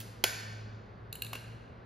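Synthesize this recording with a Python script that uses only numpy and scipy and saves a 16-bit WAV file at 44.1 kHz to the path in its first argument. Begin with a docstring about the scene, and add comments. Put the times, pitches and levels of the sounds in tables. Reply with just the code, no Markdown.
"""A bare, echoing room holds quiet noise and a low, wavering hum from start to end.
First come the last faint cracks of a lid being peeled off a small tin. A quarter second in, the
last strip of metal tears with one sharp snap, and the tin and lid ring as they spring apart.
At about one second the table is softly bumped twice. The thin lid then ticks and rattles onto it
and settles with two light knocks. One more soft bump follows as the echo fades."""
import sys
import numpy as np
from scipy import signal
from scipy.fft import rfft, irfft, next_fast_len
from scipy.io import wavfile

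SR = 44100
rng = np.random.default_rng(int(sys.argv[2]) if len(sys.argv) > 2 else 0)


def output_pcm(signal):
    """Save a mono or channel-first signal as 16-bit PCM at the path in sys.argv[1].

    Samples are clipped to [-1, 1] before scaling.
    """
    pcm = np.clip(np.atleast_2d(signal).T, -1, 1) * 32767
    wavfile.write(sys.argv[1], SR, np.round(pcm).astype(np.int16))


N = 81585
LEAD_IN = SR // 10  # extra samples before time zero, so an earlier sound can leave its echo
LENGTH = LEAD_IN + N
HIT_TIME_S = np.arange(SR // 2) / SR

# A "colour" says how strong each pitch is next to the others; fade_s is the time to fall by 60 dB.
# colour of the room noise: pitch_hz, level_db
ROOM_NOISE_COLOUR = [(20, -19.5), (40, -10), (56, 0), (80, -5), (110, -1.5), (135, -5), (170, -5),
                     (230, -7), (320, -12), (430, -8), (700, -13.5), (1500, -16.5), (2500, -30),
                     (4500, -37), (7000, -56), (10000, -58.5), (16000, -66.5)]
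# how loud the hum is: time_s, level_db
HUM_LEVELS = [(0, -41.5), (.05, -49.5), (.12, -54), (.19, -53.5), (.3, -50.5), (.4, -48.5), (.55, -44),
              (.74, -46.5), (.8, -51), (.87, -58.5), (1.0, -52.5), (1.08, -49.5), (1.18, -74),
              (1.24, -47.5), (1.42, -51.5), (1.53, -45.5), (1.66, -64.5), (1.85, -55.5)]
# how the hum drifts in pitch: time_s, pitch_hz
HUM_PITCHES = [(0, 110.3), (.4, 107.5), (.8, 107.5), (1.1, 108.5), (1.26, 112.1), (1.55, 113.8),
               (1.85, 116.2)]

# cracks of the peeling, the first heard only as its echo: start_s, relative_level_db
CRACKS = [(-0.03, -3), (0.003, -14), (0.011, -19)]
# colour of a crack: pitch_hz, level_db
CRACK_COLOUR = [(300, -15.5), (1500, -14.5), (2600, 0), (4200, -7), (6000, -11), (9000, -8.5),
                (13000, -6.5), (16000, 0)]
# how long the room echoes: pitch_hz, fade_s
ECHO_FADES = [(200, 1.7), (800, 1.15), (2000, 1.25), (5000, 1.07), (8000, 0.72), (11000, 0.5),
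              (13500, 1.53), (16000, 0)]
# colour of the echo: pitch_hz, level_db
ECHO_COLOUR = [(200, -12), (400, -12.5), (700, -7.5), (1200, -7), (1600, 5), (2000, -3), (2700, -7),
               (3300, -7.5), (5000, -1.5), (7000, -4), (10500, -5), (14500, -16)]
# colour of tearing metal: pitch_hz, level_db
TEAR_COLOUR = [(280, -35.5), (420, -10), (850, 1.5), (1200, -9), (2200, -3), (3400, -0.5), (4400, -7),
               (5200, -7), (7500, -11.5), (11000, -8), (14700, -6.5), (16000, -7.5)]
# tones of the tin and lid springing apart: pitch_hz, level_db, fade_s
TIN_TONES = [(394, -24.5, 0.041), (489.7, -19, 0.023), (655, -16.5, .016), (950, -22, 0.015),
             (1488, -29, 0.033), (1525, -44.5, 0.65), (1580, -47, 0.18), (1789, -50.5, 0.8),
             (2202, -28, .025), (2500, -26.5, .025), (2997, -26, 0.032), (3300, -20.5, .02),
             (4306, -26.5, 0.031), (5160, -27, 0.017), (6850, -27, 0.032), (11100, -31, 0.021)]

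# soft bumps on the table: start_s, level_db
TABLE_BUMPS = [(1.025, -44), (1.076, -40), (1.698, -42)]
# tones of the bumped table: pitch_hz, relative_level_db, fade_s
TABLE_TONES = [(62, -8, 0.17), (87.1, 3.5, 0.11), (119, 2, 0.13), (169, -7, 0.081)]
# the lid touches the table:
# start_s, ring_db, low_boost_db, high_boost_db, knock_db, scratch_db, pitch_factor
LID_TAPS = [(1.1269, -32.5, -6, -3.5, -77, -42.5, .985), (1.1537, -51, 14, 12, -67, -51, 1.06),
            (1.1557, -65, 5, 3, -65, -48, 1.06), (1.2206, -29.5, 2.5, -4.5, -72, -35.5, 1.0),
            (1.2469, -38.5, 0.5, -2.5, -51, -48, 1.0), (1.2655, -42, -1, -13, -79, -51, 0.9),
            (1.3311, -43, 11, 1, -35, -42, 1.025), (1.352, -44, 13, -5, -42, -57, 1.01),
            (1.3558, -47, 3.5, -12, -42, -56, 1.0), (1.3661, -55.5, 13.5, -13, -77, -70, 1.0)]
# tones of the loose lid: pitch_hz, relative_level_db, fade_s
LID_TONES = [(1622, -13.5, 0.021), (2210, -17, 0.028), (2626, -6, .026), (2806, -2.5, 0.028),
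             (3300, -17, 0.013), (3950, 2, 0.0089), (4265, -2, 0.016), (7130, -6, 0.019), (8450, -9, 0.01),
             (10280, -1, 0.014), (12400, -5, .01), (13000, 1.5, 0.014), (15100, -4, .01)]
# colour of the lid scratching the table: pitch_hz, level_db
SCRATCH_COLOUR = [(1500, -25), (3000, -15), (4300, -19), (5500, -10), (8000, 7), (10500, 2), (14500, 8.5),
                  (16000, -14)]
# colour of a knock on the table top: pitch_hz, level_db
KNOCK_COLOUR = [(200, -24), (450, 3), (800, -4.5), (1250, 1.5), (1700, -13), (2300, -0.5), (5500, -14.5),
                (9000, -15.5)]

# how alike left and right are for sound from all around (1 = the same): pitch_hz, likeness
ROOM_LIKENESS = [(30, 1), (100, 0.74), (250, 1), (500, .3), (900, -0.28), (1500, -0.2), (2000, 0.88),
                 (4800, 0.84), (6000, 1), (15000, 0.99)]
# the same for sound that arrives straight from its source: pitch_hz, likeness
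STRAIGHT_LIKENESS = [(300, 0.97), (4000, .96), (7000, 1), (15000, .72)]
# how far the left microphone opening is ahead of the right: pitch_hz, lead_radians
LEFT_LEAD = [(0, 0), (1800, .05), (3400, .6), (5000, 0), (5800, -1), (6700, -1.1), (8300, -3.14),
             (10500, -5), (11300, -6.2), (12800, -6.4), (15500, -9.4)]

# a burst of crackle sags while it holds, then fades
TEAR_SHAPE = dict(hold_s=0.0034, sag_db_per_s=1303, fade_s=0.012)
TAP_SHAPE = dict(hold_s=0.0035, sag_db_per_s=598)


def from_db(db):
    """Turns decibels into a number to multiply by."""
    return 10 ** (np.asarray(db) / 20)


def fade(t, fade_s):
    """A curve that falls by 60 dB every fade_s seconds."""
    return np.exp(-np.log(1000) * t / fade_s)


def at_pitch(table, hz):
    """Reads between the rows of a table, with octaves evenly spaced."""
    pitches, values = np.transpose(table)
    return np.interp(np.log(np.maximum(hz, 1)), np.log(pitches), values)


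def add(track, start_s, sound):
    """Mixes a sound into a track at the given time."""
    start = max(LEAD_IN + int(start_s * SR), 0)
    part = sound[..., :LENGTH - start]
    track[:, start:start + part.shape[-1]] += part


def noise(size, likeness, colour=None):
    """Stereo noise of strength 1 with a given left-right likeness and colour."""
    hz = np.fft.rfftfreq(size, 1 / SR)
    shared, opposed = rfft(rng.standard_normal((2, size)))
    alike = np.clip(at_pitch(likeness, hz), -1, 1)
    spectrum = np.sqrt(1 + alike) * shared + np.sqrt(1 - alike) * opposed * [[1], [-1]]
    if colour:
        spectrum *= from_db(at_pitch(colour, hz))
    sound = irfft(spectrum, size)
    return sound / sound.std()


def crackle(colour, hold_s, sag_db_per_s, fade_s):
    """A tiny burst of dense crackle: it starts at once, sags, then quickly fades."""
    sag = from_db(-sag_db_per_s * np.minimum(HIT_TIME_S, hold_s))
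    release = fade(np.maximum(HIT_TIME_S - hold_s, 0), fade_s)
    return sag * release * noise(len(HIT_TIME_S), STRAIGHT_LIKENESS, colour)


def ring(tones, spread_s=0.000856, rise_cycles=1.2):
    """A struck object rings: bending waves start each of its tones within spread_s."""
    out = 0
    for (hz, db, fade_s), delay_s in zip(tones, spread_s * rng.random(len(tones))):
        t = np.maximum(HIT_TIME_S - delay_s, 0)
        swell = 1 - np.exp(-t * hz / rise_cycles)  # low tones bloom later
        out = out + from_db(db) * swell * fade(t, fade_s) * np.sin(2 * np.pi * hz * t)
    return out


def room_noise(level_db=-51):
    """A quiet, steady rumble from all around."""
    return from_db(level_db) * noise(LENGTH, ROOM_LIKENESS, ROOM_NOISE_COLOUR)


def hum(octave_db=-16):
    """A low tone with a faint one an octave above; its level and pitch waver."""
    t = (np.arange(LENGTH) - LEAD_IN) / SR
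    pitch_hz = np.interp(t, *np.transpose(HUM_PITCHES))
    level_db = np.interp(t, *np.transpose(HUM_LEVELS))
    phase = 2 * np.pi * np.cumsum(pitch_hz) / SR
    return np.sqrt(2) * from_db(level_db) * (np.sin(phase) + from_db(octave_db) * np.sin(2 * phase))


def peel_cracks(level_db=-21):
    """The scored seam around the lid cracks as it is peeled."""
    out = np.zeros((2, LENGTH))
    for start_s, db in CRACKS:
        add(out, start_s, from_db(level_db + db) * crackle(CRACK_COLOUR, **TEAR_SHAPE))
    return out


def room_echo(sound, first_echo_s=0.0065, early_db=-3, early_s=0.019):
    """Dense echoes off bare walls, stronger at first; each band of pitches fades at its own speed."""
    t, hz = np.arange(SR) / SR, np.fft.rfftfreq(SR, 1 / SR)
    spectrum = rfft(noise(SR, ROOM_LIKENESS)) * from_db(at_pitch(ECHO_COLOUR, hz))
    edges_hz = np.geomspace(100, 18000, 17)
    echoes = 0
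    for low, high in zip(edges_hz, edges_hz[1:]):
        band = irfft(spectrum * ((hz >= low) & (hz < high)), SR)
        tail = fade(t, at_pitch(ECHO_FADES, np.sqrt(low * high)))
        echoes = echoes + band * tail / np.linalg.norm(tail)
    early_boost = 1 + from_db(early_db) * np.exp(-t / early_s)
    echoes = echoes * early_boost * (t > first_echo_s)
    return signal.fftconvolve(sound.mean(0)[None], echoes, axes=1)[:, :LENGTH]


def snap(ring_gain, start_s=0.2395, tear_db=-15):
    """The last strip of metal tears, and the tin and lid ring."""
    out = np.zeros((2, LENGTH))
    tear = from_db(tear_db) * crackle(TEAR_COLOUR, **TEAR_SHAPE)
    add(out, start_s, tear + ring_gain * ring(TIN_TONES))
    return out


def table_bumps():
    """The table gives dull, faint thuds, probably under a forearm."""
    out = np.zeros((2, LENGTH))
    for start_s, db in TABLE_BUMPS:
        add(out, start_s, from_db(db) * ring(TABLE_TONES))
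    return out


def lid_rattle(ring_gain, low_below_hz=3500, high_above_hz=6000):
    """Each touch rings the lid and scratches the table; flat landings also knock the table top."""
    out = np.zeros((2, LENGTH))
    for start_s, ring_db, low_boost_db, high_boost_db, knock_db, scratch_db, pitch_factor in LID_TAPS:
        tones = []
        for hz, tone_db, fade_s in LID_TONES:
            boost_db = low_boost_db * (hz < low_below_hz) + high_boost_db * (hz > high_above_hz)
            tones.append((hz * pitch_factor, ring_db + tone_db + boost_db, fade_s))
        ringing = ring_gain * ring(tones)
        scratch = from_db(scratch_db) * crackle(SCRATCH_COLOUR, **TAP_SHAPE, fade_s=0.02)
        knock = from_db(knock_db) * crackle(KNOCK_COLOUR, **TAP_SHAPE, fade_s=0.022)
        add(out, start_s, ringing + scratch + knock)
    return out


def metal_sounds(ring_gain):
    """What the tin and lid send out in one direction; every direction sounds a little different."""
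    return snap(ring_gain) + peel_cracks() + lid_rattle(ring_gain)


def scene(directions=3):
    """The background, the tin and lid, their echoes blended from several directions, and the bumps."""
    background = room_noise() + hum()
    straight = metal_sounds(ring_gain=1)
    # the walls get a little less ring than the microphone does
    echoes = sum(room_echo(metal_sounds(ring_gain=from_db(-1))) for _ in range(directions))
    mix = background + straight + echoes / np.sqrt(directions) + table_bumps()
    return mix[:, LEAD_IN:]


def record(dry, cutoff_hz=15700):
    """The microphone's two openings hear high pitches out of step; the very highest are cut."""
    size = next_fast_len(LENGTH)
    lead_radians = np.interp(np.fft.rfftfreq(size, 1 / SR), *np.transpose(LEFT_LEAD))
    shift = np.exp(0.5j * lead_radians * [[1], [-1]])  # half to each side, in opposite directions
    stereo = irfft(rfft(dry, size) * shift, size)[:, :N]
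    low_pass = signal.ellip(10, 0.2, 80, cutoff_hz, fs=SR, output="sos")
    return signal.sosfilt(low_pass, stereo)


dry = scene()
out = record(dry)
output_pcm(out)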